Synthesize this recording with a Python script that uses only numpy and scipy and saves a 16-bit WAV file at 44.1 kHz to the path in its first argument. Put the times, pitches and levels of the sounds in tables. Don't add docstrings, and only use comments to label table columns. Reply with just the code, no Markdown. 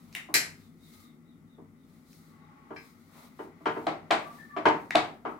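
import sys
import numpy as np
from scipy import signal
from scipy.fft import rfft, irfft, next_fast_len
from scipy.io import wavfile

SR = 44100
rng = np.random.default_rng(int(sys.argv[2]) if len(sys.argv) > 2 else 0)


def wav_out(sig):
    wavfile.write(sys.argv[1], SR, np.round(np.clip(np.atleast_2d(sig).T, -1, 1) * 32767).astype(np.int16))


N = 237872
HIT = 2 ** 15


def from_db(db):
    return 10 ** (np.asarray(db) / 20)


def rms_one(x):
    return x / np.sqrt(np.mean(x ** 2) + 1e-20)


def at_hz(points, hz):
    points = np.array(points)
    return np.interp(np.log(hz + 1e-9), np.log(points[:, 0]), points[:, 1])


def add(out, s, sound):
    start = max(round(s * SR), 0)
    out[:, start:start + sound.shape[-1]] += sound[..., :N - start]


def swell(t, middle_s, half_length_s):
    return np.exp(-.5 * ((t - middle_s) / half_length_s) ** 2)


def drift(per_s, size):
    knots = rng.standard_normal(size // 40 + 2)
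    return np.interp(np.arange(size) * per_s / SR, np.arange(len(knots)), knots)


def colour(x, points):
    size = 2 * next_fast_len(x.shape[-1] * 2 // 3)
    gain = from_db(at_hz(points, np.fft.rfftfreq(size, 1 / SR)))
    cepstrum = irfft(np.log(gain))
    cepstrum[1:size // 2] *= 2
    cepstrum[size // 2 + 1:] = 0
    return irfft(rfft(x, size) * np.exp(rfft(cepstrum)))[..., :x.shape[-1]]


def contact(x, hardness, spot_hz=1000, lift_db=0):
    tilted = colour(x, [(hz, hardness * np.log2(hz / 1000)) for hz in (300, 4000)])
    spot = signal.lfilter(*signal.iirpeak(spot_hz, Q=5, fs=SR), tilted)
    return tilted + (from_db(lift_db) - 1) * spot


# frequency in Hz, left-right correlation.
COHERENCE = [(40, 1), (250, 0.95), (500, 0.76), (1000, 0.034), (3000, 0.019), (16000, 0.03)]

def diffuse(size):
    mid, side = rfft(rng.standard_normal((2, size)))
    alike = np.clip(at_hz(COHERENCE, np.fft.rfftfreq(size, 1 / SR)), -1, 1)
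    return rms_one(irfft(np.sqrt(1 + alike) * mid + np.sqrt(1 - alike) * side * [[1], [-1]], size))


# band centre in Hz, time to fall 60 dB (T60) in seconds.
KITCHEN_T60 = [(100, 0.7), (400, 0.45), (1500, 0.36), (4000, 0.28), (8000, 0.3), (16000, 0.17)]

def kitchen(gap_s=0.0022, build_s=0.01):
    t, hz = np.arange(HIT) / SR, np.fft.rfftfreq(HIT, 1 / SR)
    spectrum = rfft(diffuse(HIT))
    centres = np.array(KITCHEN_T60)[:, 0]
    tail = 0
    for (_, t60), share in zip(KITCHEN_T60, np.eye(len(centres))):
        band = irfft(spectrum * at_hz(np.c_[centres, share], hz), HIT)
        tail = tail + band * np.exp(-np.log(1000) * t / t60)
    build_up = np.clip((t - gap_s) / build_s, 0, 1)
    return rms_one(tail * build_up) / np.sqrt(HIT)


def impact(click, chatter_s, chatter_db, room_db):
    t = np.arange(HIT) / SR
    chatter = rms_one(rng.standard_normal(HIT) * np.exp(-t / chatter_s))
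    direct = from_db(chatter_db) * chatter / np.sqrt(HIT)
    direct[0] += click
    return direct + from_db(room_db) * kitchen()


def ring(modes, uneven_db=1.2):
    t, out = np.arange(HIT) / SR, 0
    for hz, db, t60 in modes:
        decay = np.log(1000) / t60
        phase_gap = np.arccos(np.clip(at_hz(COHERENCE, hz), -1, 1)) * rng.choice([-1, 1])
        phase = phase_gap * np.array([[.5], [-.5]])
        height = from_db(db + uneven_db * rng.normal()) * 2 * decay / SR * rng.choice([-1, 1])
        onset = 1 - np.exp(-(t * hz / 2) ** 2)
        out = out + height * onset * np.exp(-decay * t) * np.sin(2 * np.pi * hz * t + phase)
    return out


# frequency in Hz, gain in dB.
RUMBLE_SPECTRUM = [(20, -46), (40, -14.5), (56, -4), (78, -15), (97, 5), (125, -15.5), (160, 10), (195, -4),
                   (238, 9), (300, -3.5), (380, -6.5), (520, -18), (1000, -27.5), (3000, -56)]

def room_rumble(level_db=-55.5, wander_db=1.06):
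    gain = from_db(level_db - wander_db * drift(per_s=1.7, size=N))
    return gain * rms_one(colour(diffuse(N), RUMBLE_SPECTRUM))


# frequency in Hz, gain in dB.
STREET_SPECTRUM = [(100, -11.5), (550, -2.5), (740, -1), (850, 5), (970, -6), (1120, 5.5), (1350, 4),
                   (1680, -7.5), (2000, 4), (2600, -11.5), (3700, -15), (6000, -21), (15000, -45)]
# middle in seconds, half length in seconds, level in dB.
STREET_SWELLS = [(0.993, 0.09, -68), (2.6, 0.34, -63.5), (4.012, 0.58, -62)]

def street_wash(rest_db=-72):
    t = np.arange(N) / SR
    swell_power = sum((from_db(db) * swell(t, s, half_s)) ** 2 for s, half_s, db in STREET_SWELLS)
    gain = np.sqrt(from_db(rest_db) ** 2 + swell_power)
    return gain * rms_one(colour(diffuse(N), STREET_SPECTRUM))


# middle in seconds, half length in seconds, level in dB,
# brightness in dB per octave.
SQUISHES = [(0.124, 0.17, -63.5, -4), (0.577, 0.1, -66, -1), (0.955, 0.09, -59.5, 5),
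            (1.955, 0.086, -70, -0.5), (2.136, 0.047, -61.5, 12.5), (2.256, 0.08, -67.5, 11.5),
            (2.852, 0.07, -63, 4), (3.04, 0.069, -70, 10), (3.207, 0.07, -55.5, -5.5),
            (3.415, 0.051, -62.5, -3), (3.796, 0.12, -64, -1.5), (4.338, 0.12, -59.5, -4),
            (4.877, 0.21, -68, 16), (5.325, 0.053, -54.5, -11)]
# frequency in Hz, gain in dB.
SQUISH_SPECTRUM = [(100, -22.5), (600, -3.5), (1250, 6), (1650, -4.5), (2120, 4), (2800, -3.5), (3900, 5),
                   (5500, -0.5), (7500, -2), (10000, -2), (15500, -1.5)]

def squishes(pops_per_s=2500, pop_spread_db=5, pops_db=-9, stick_db=1.2):
    out, t = np.zeros((2, N)), np.arange(HIT) / SR
    for s, half_s, db, brightness in SQUISHES:
        sizes = from_db(pop_spread_db * np.minimum(rng.exponential(1, HIT), 3))
        signs = rng.choice([-1, 1], HIT)
        pops = rms_one(sizes * signs * (rng.random(HIT) < pops_per_s / SR))
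        mash = colour(diffuse(HIT) + from_db(pops_db) * pops, SQUISH_SPECTRUM)
        slide = rms_one(contact(mash, brightness))
        sticking_gain = from_db(db + stick_db * drift(per_s=45, size=HIT))
        start = max(s - t[-1] / 2, 0)
        add(out, start, slide * swell(t + start, s, half_s) * sticking_gain)
    return out


# start in seconds, strength in dB, cushion of mash from 0 to 1,
# spot resonance in Hz, relative level of free ringing in dB.
CLINKS = [(0.127, -15, 0.27, 5550, -16), (0.3409, 13.5, 0.03, 4000, 3), (0.3513, 16.5, 0.54, 1673, -9.5),
          (2.13, -16.5, 0.76, 5640, -20.5), (2.762, -6.5, 1, 2470, 1), (2.766, -16.5, 0.72, 5170, 10),
          (3.872, -6, 0.75, 4250, -15), (4.114, 7, 1, 2450, -4), (4.126, 2, 0.8, 4000, -8),
          (4.111, 1, 0.44, 7850, -20), (4.656, 6.5, 1, 4300, -28.5), (4.661, 13, 1, 1530, -25),
          (4.6868, 14.5, 1, 880, -28.5), (4.9533, 14.5, 0.8, 780, -32.5)]
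# frequency in Hz, level in dB when bare and when loaded with mash,
# T60 in seconds.
WIRE_MODES = [(1500, 5, -3, .25), (1574, 12, 11.5, .28), (1690, -3, 11, .22), (1901, 11.5, 1, .3),
              (1994, 12, 3, .3), (2060, 5, 6, .35), (2123, 11.5, 4, .33), (2220, 7, 6, .3),
              (2335, 10, 9, .24), (2450, 6, -4, .28), (2573, 2, -1, .27), (3170, -1, 8, .25),
              (4027, 5, -1, .27), (4120, 7, 3, .27), (4290, 1, 7, .36), (4740, 2, -8, .22),
              (4850, 2, -6, .22), (5006, 2, 0, .27), (5079, 5, -1, .28), (5136, -7, 8, .42),
              (5200, -8, 7, .42), (5735, 3, -12, .22), (5841, 3, -12, .2), (6890, 0, -30, .2),
              (7624, 10, -28, .25), (7720, 2, -30, .22), (8050, -1, -30, .24), (10490, -2, -38, .18),
              (10575, 5, -35, .19), (10760, 1, -38, .18), (12050, -3, -40, .12), (13630, -7, -40, .22)]
# frequency in Hz, gain in dB.
CLINK_SPECTRUM = [(30, -44.5), (120, -22), (300, -20), (600, -17), (1200, -15.5), (1650, -9), (2300, -3.5),
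                  (3000, -9.5), (3450, -15.5), (4200, -6.5), (8000, -13.5), (9500, -18), (10700, -10),
                  (13000, -14), (16000, -24)]

def wire_clinks():
    out = np.zeros((2, N))
    for s, db, cushion, spot_hz, ring_db in CLINKS:
        hardness = np.interp(cushion, [0, 1], [3.7, -8.5])
        lift_db = np.interp(cushion, [0, 1], [-1, 20])
        tick = impact(click=.18, chatter_s=.0019, chatter_db=-6, room_db=2 - 11 * cushion)
        tick = colour(tick, CLINK_SPECTRUM)
        tick = colour(tick, [(7500, 0), (12000, -11 * cushion)])
        modes = [(hz, np.interp(cushion, [0, 1], dbs), t60) for hz, *dbs, t60 in WIRE_MODES]
        wire = from_db(ring_db) * ring(modes)
        add(out, s, from_db(db) * contact(tick + wire, hardness, spot_hz, lift_db))
    return out


# start in seconds, strength in dB, room gain in dB, spot resonance in Hz,
# its lift in dB, treble gain in dB.
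TAPS = [(0.1504, 8, -4, 2783, 15, 12), (4.9073, 17, -7.5, 2050, 4.5, -8.5)]
# frequency in Hz, gain in dB.
TAP_SPECTRUM = [(30, -37), (250, -13.5), (450, -27), (700, -14), (1150, -15), (1550, -11), (2000, -2),
                (2350, -10.5), (2600, -14.5), (2900, -14), (3300, -22.5), (3700, -9.5), (4100, -21),
                (6000, -24), (9000, -28.5), (16000, -34.5)]

def masher_taps():
    out = np.zeros((2, N))
    for s, db, room_db, spot_hz, lift_db, treble_db in TAPS:
        tock = impact(click=.12, chatter_s=.0028, chatter_db=-6, room_db=room_db)
        tock = colour(tock, TAP_SPECTRUM)
        tock = colour(tock, [(4000, 0), (11000, treble_db)])
        add(out, s, from_db(db) * contact(tock, 0, spot_hz, lift_db))
    return out


# start in seconds, strength in dB, hardness in dB per octave,
# spot resonance in Hz, its lift in dB, place in the bowl from 0 to 2.
KNOCKS = [(0.287, -9, -6, 1060, 14, 0.3), (0.3392, 5, -1.5, 115, 18.5, 1.5), (1.582, -17, -8, 1050, 9, 1),
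          (2.7048, -2, -4.5, 1164, 9, 1), (3.390, 1, -3, 393, 9, 1), (3.606, -15, -4.5, 1090, 5, 2.5),
          (3.6573, 17, 1, 1254, 3.5, 1), (3.763, 5.5, -3, 400, 1, 1), (3.867, 15, 0, 620, 9.5, 0),
          (4.1064, 22, 3, 685, 10.5, 0.5), (4.5646, 11.5, 1, 660, 10.5, 2.07),
          (4.655, 25.5, 0.5, 930, 3.5, 1), (4.9505, 23, 0.5, 724, 5.5, 0),
          (5.2509, 9, -2.5, 1225, 10.5, 0.76)]
# frequency in Hz, level in dB when struck at places 0, 1 and 2,
# T60 in seconds.
BOWL_MODES = [(120, -7, -4, -7, .5), (160, -3, -5, -3, .5), (242, 2, 3, 3, .45), (306, 11.5, 11, 15, .29),
              (333, 9, 4, 6, .27), (389, 2, 13, 10, .28), (452, 0, 12, -3, .32), (606, 11, 6, -3, .26),
              (660, 9, 6, 14, .26), (680, 12, 0, -3, .03), (717, 13, 6, 8, .26), (783, 10.5, 6, 0, .34),
              (840, 8, 3, -6, .3), (903, 0, 12.5, 1, .3), (921, -3, 11.5, -3, .34), (1014, 3, 11.5, 4, .29),
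              (1139, 6, -5, 11, .25), (1190, -1, 7, 9, .22), (1304, 5, -1, 3, .28), (1389, -3, 4, -3, .25),
              (1480, -5, 3, -4, .25), (1635, -1, 3, -5, .25), (1954, -8, 0, -8, .3),
              (2223, -1, -8, -6, .28), (2961, -10, -4.5, -14, .22), (3170, -13, -6, -14, .24)]
# frequency in Hz, gain in dB.
KNOCK_SPECTRUM = [(30, -47), (110, -23), (210, -13), (330, -5.5), (420, -8), (510, -13.5), (600, -10),
                  (720, -8), (1100, -7.5), (1600, -12), (2200, -13), (3200, -23), (5000, -32.5),
                  (8000, -45), (10000, -52.5), (16000, -66)]

def bowl_knocks(body_db=2, cushion_hz=1500, firm_stroke_db=21):
    out = np.zeros((2, N))
    push = signal.sosfilt(signal.butter(2, cushion_hz, fs=SR, output="sos"), np.arange(HIT) == 0)
    for s, db, hardness, spot_hz, lift_db, place in KNOCKS:
        push_db = -18 + 2.05 * (db - firm_stroke_db)
        rattle = impact(click=.1, chatter_s=.012, chatter_db=-6.5, room_db=0)
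        thud = colour(rattle + from_db(push_db) * push, KNOCK_SPECTRUM)
        modes = [(hz, np.interp(place, [0, 1, 2], dbs), t60) for hz, *dbs, t60 in BOWL_MODES]
        body = from_db(body_db) * ring(modes)
        add(out, s, from_db(db) * (contact(thud, hardness, spot_hz, lift_db) + contact(body, hardness)))
    return out


def far_tone(hz, blur_hz):
    size = len(hz)
    paths = np.array([drift(blur_hz, size) + 1j * drift(blur_hz, size) for side in range(2)])
    carrier = np.exp(2j * np.pi * np.cumsum(hz) / SR)
    return rms_one(np.real(paths * carrier)) * np.sqrt(np.hanning(size))


# start in seconds, relative level in dB.
CHIRPS = [(0.57, -72.5), (0.78, -67), (1.005, -68.5), (1.23, -72.5), (1.455, -73), (1.74, -79), (2.37, -77)]

def bird_chirps(peak_hz=3760, length_s=.125, fall=.12, scatter=.005):
    out = np.zeros((2, N))
    along = np.linspace(-.8, 1, round(length_s * SR))
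    for s, db in CHIRPS:
        hz = peak_hz * (1 + scatter * rng.normal() - fall * along ** 2)
        chirp = far_tone(hz, blur_hz=330) * from_db(5 * along)
        room = impact(click=.65, chatter_s=.005, chatter_db=-20, room_db=-6)
        add(out, s, from_db(db) * signal.fftconvolve(chirp, room, axes=1))
    return out


# start and length in seconds, first and last pitch in Hz,
# level in dB, blur in Hz.
TONES = [(0.772, 0.444, 2160, 2107, -71.5, 130), (0.913, 0.22, 1292, 1190, -68, 99),
         (2.203, 0.81, 1114, 1110, -64, 100.9), (2.22, 0.68, 854, 851, -66, 99.2),
         (4.22, 0.12, 1160, 1170, -46.5, 40), (4.3, 0.1, 1215, 1162, -54.5, 130),
         (4.37, 0.11, 1760, 1776, -50, 168), (4.469, 0.1, 1770, 1760, -54, 70),
         (4.49, 0.14, 1178, 1126, -45.5, 35)]

def thin_tones():
    out = np.zeros((2, N))
    for s, length_s, first_hz, last_hz, db, blur_hz in TONES:
        hz = np.linspace(first_hz, last_hz, round(length_s * SR))
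        add(out, s, from_db(db) * far_tone(hz, blur_hz))
    return out


# start in seconds, strength in dB.
CRACKS = [(3.869, 0), (4.1097, 10), (4.9557, 14.5)]
# frequency in Hz, gain in dB.
CRACK_SPECTRUM = [(300, -20), (1500, -9), (2300, -2), (3000, -4.5), (3750, 0.5), (4500, -6), (6000, -19),
                  (8300, -20), (10500, -32), (16000, -42)]

def wire_cracks():
    out = np.zeros((2, N))
    for s, db in CRACKS:
        snap = impact(click=.4, chatter_s=.002, chatter_db=-4, room_db=-3.5)
        add(out, s, from_db(db) * colour(snap, CRACK_SPECTRUM))
    return out


# frequency in Hz, left minus right in dB.
LEFT_LEAD = [(60, 5.5), (92, 7.5), (140, 2.5), (210, 4.5), (330, -1), (500, 2), (770, 0), (1170, 3.5),
             (1790, 4.5), (2740, 4), (4190, -2), (6410, 4), (9810, 4.5), (15000, 2.5)]

def scene(hiss_db=-77):
    mashing = bowl_knocks() + wire_cracks() + wire_clinks() + masher_taps() + squishes()
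    background = room_rumble() + street_wash() + from_db(hiss_db) * diffuse(N)
    background *= from_db([[.5], [-.5]])
    left, right = mashing + background + bird_chirps() + thin_tones()
    return np.array([colour(left, [(hz, db / 2) for hz, db in LEFT_LEAD]),
                     colour(right, [(hz, -db / 2) for hz, db in LEFT_LEAD])])


def record(dry):
    low_pass = signal.ellip(10, .1, 90, 15900, fs=SR, output="sos")
    return signal.sosfilt(low_pass, np.tanh(dry))


dry = scene()
out = record(dry)
wav_out(out)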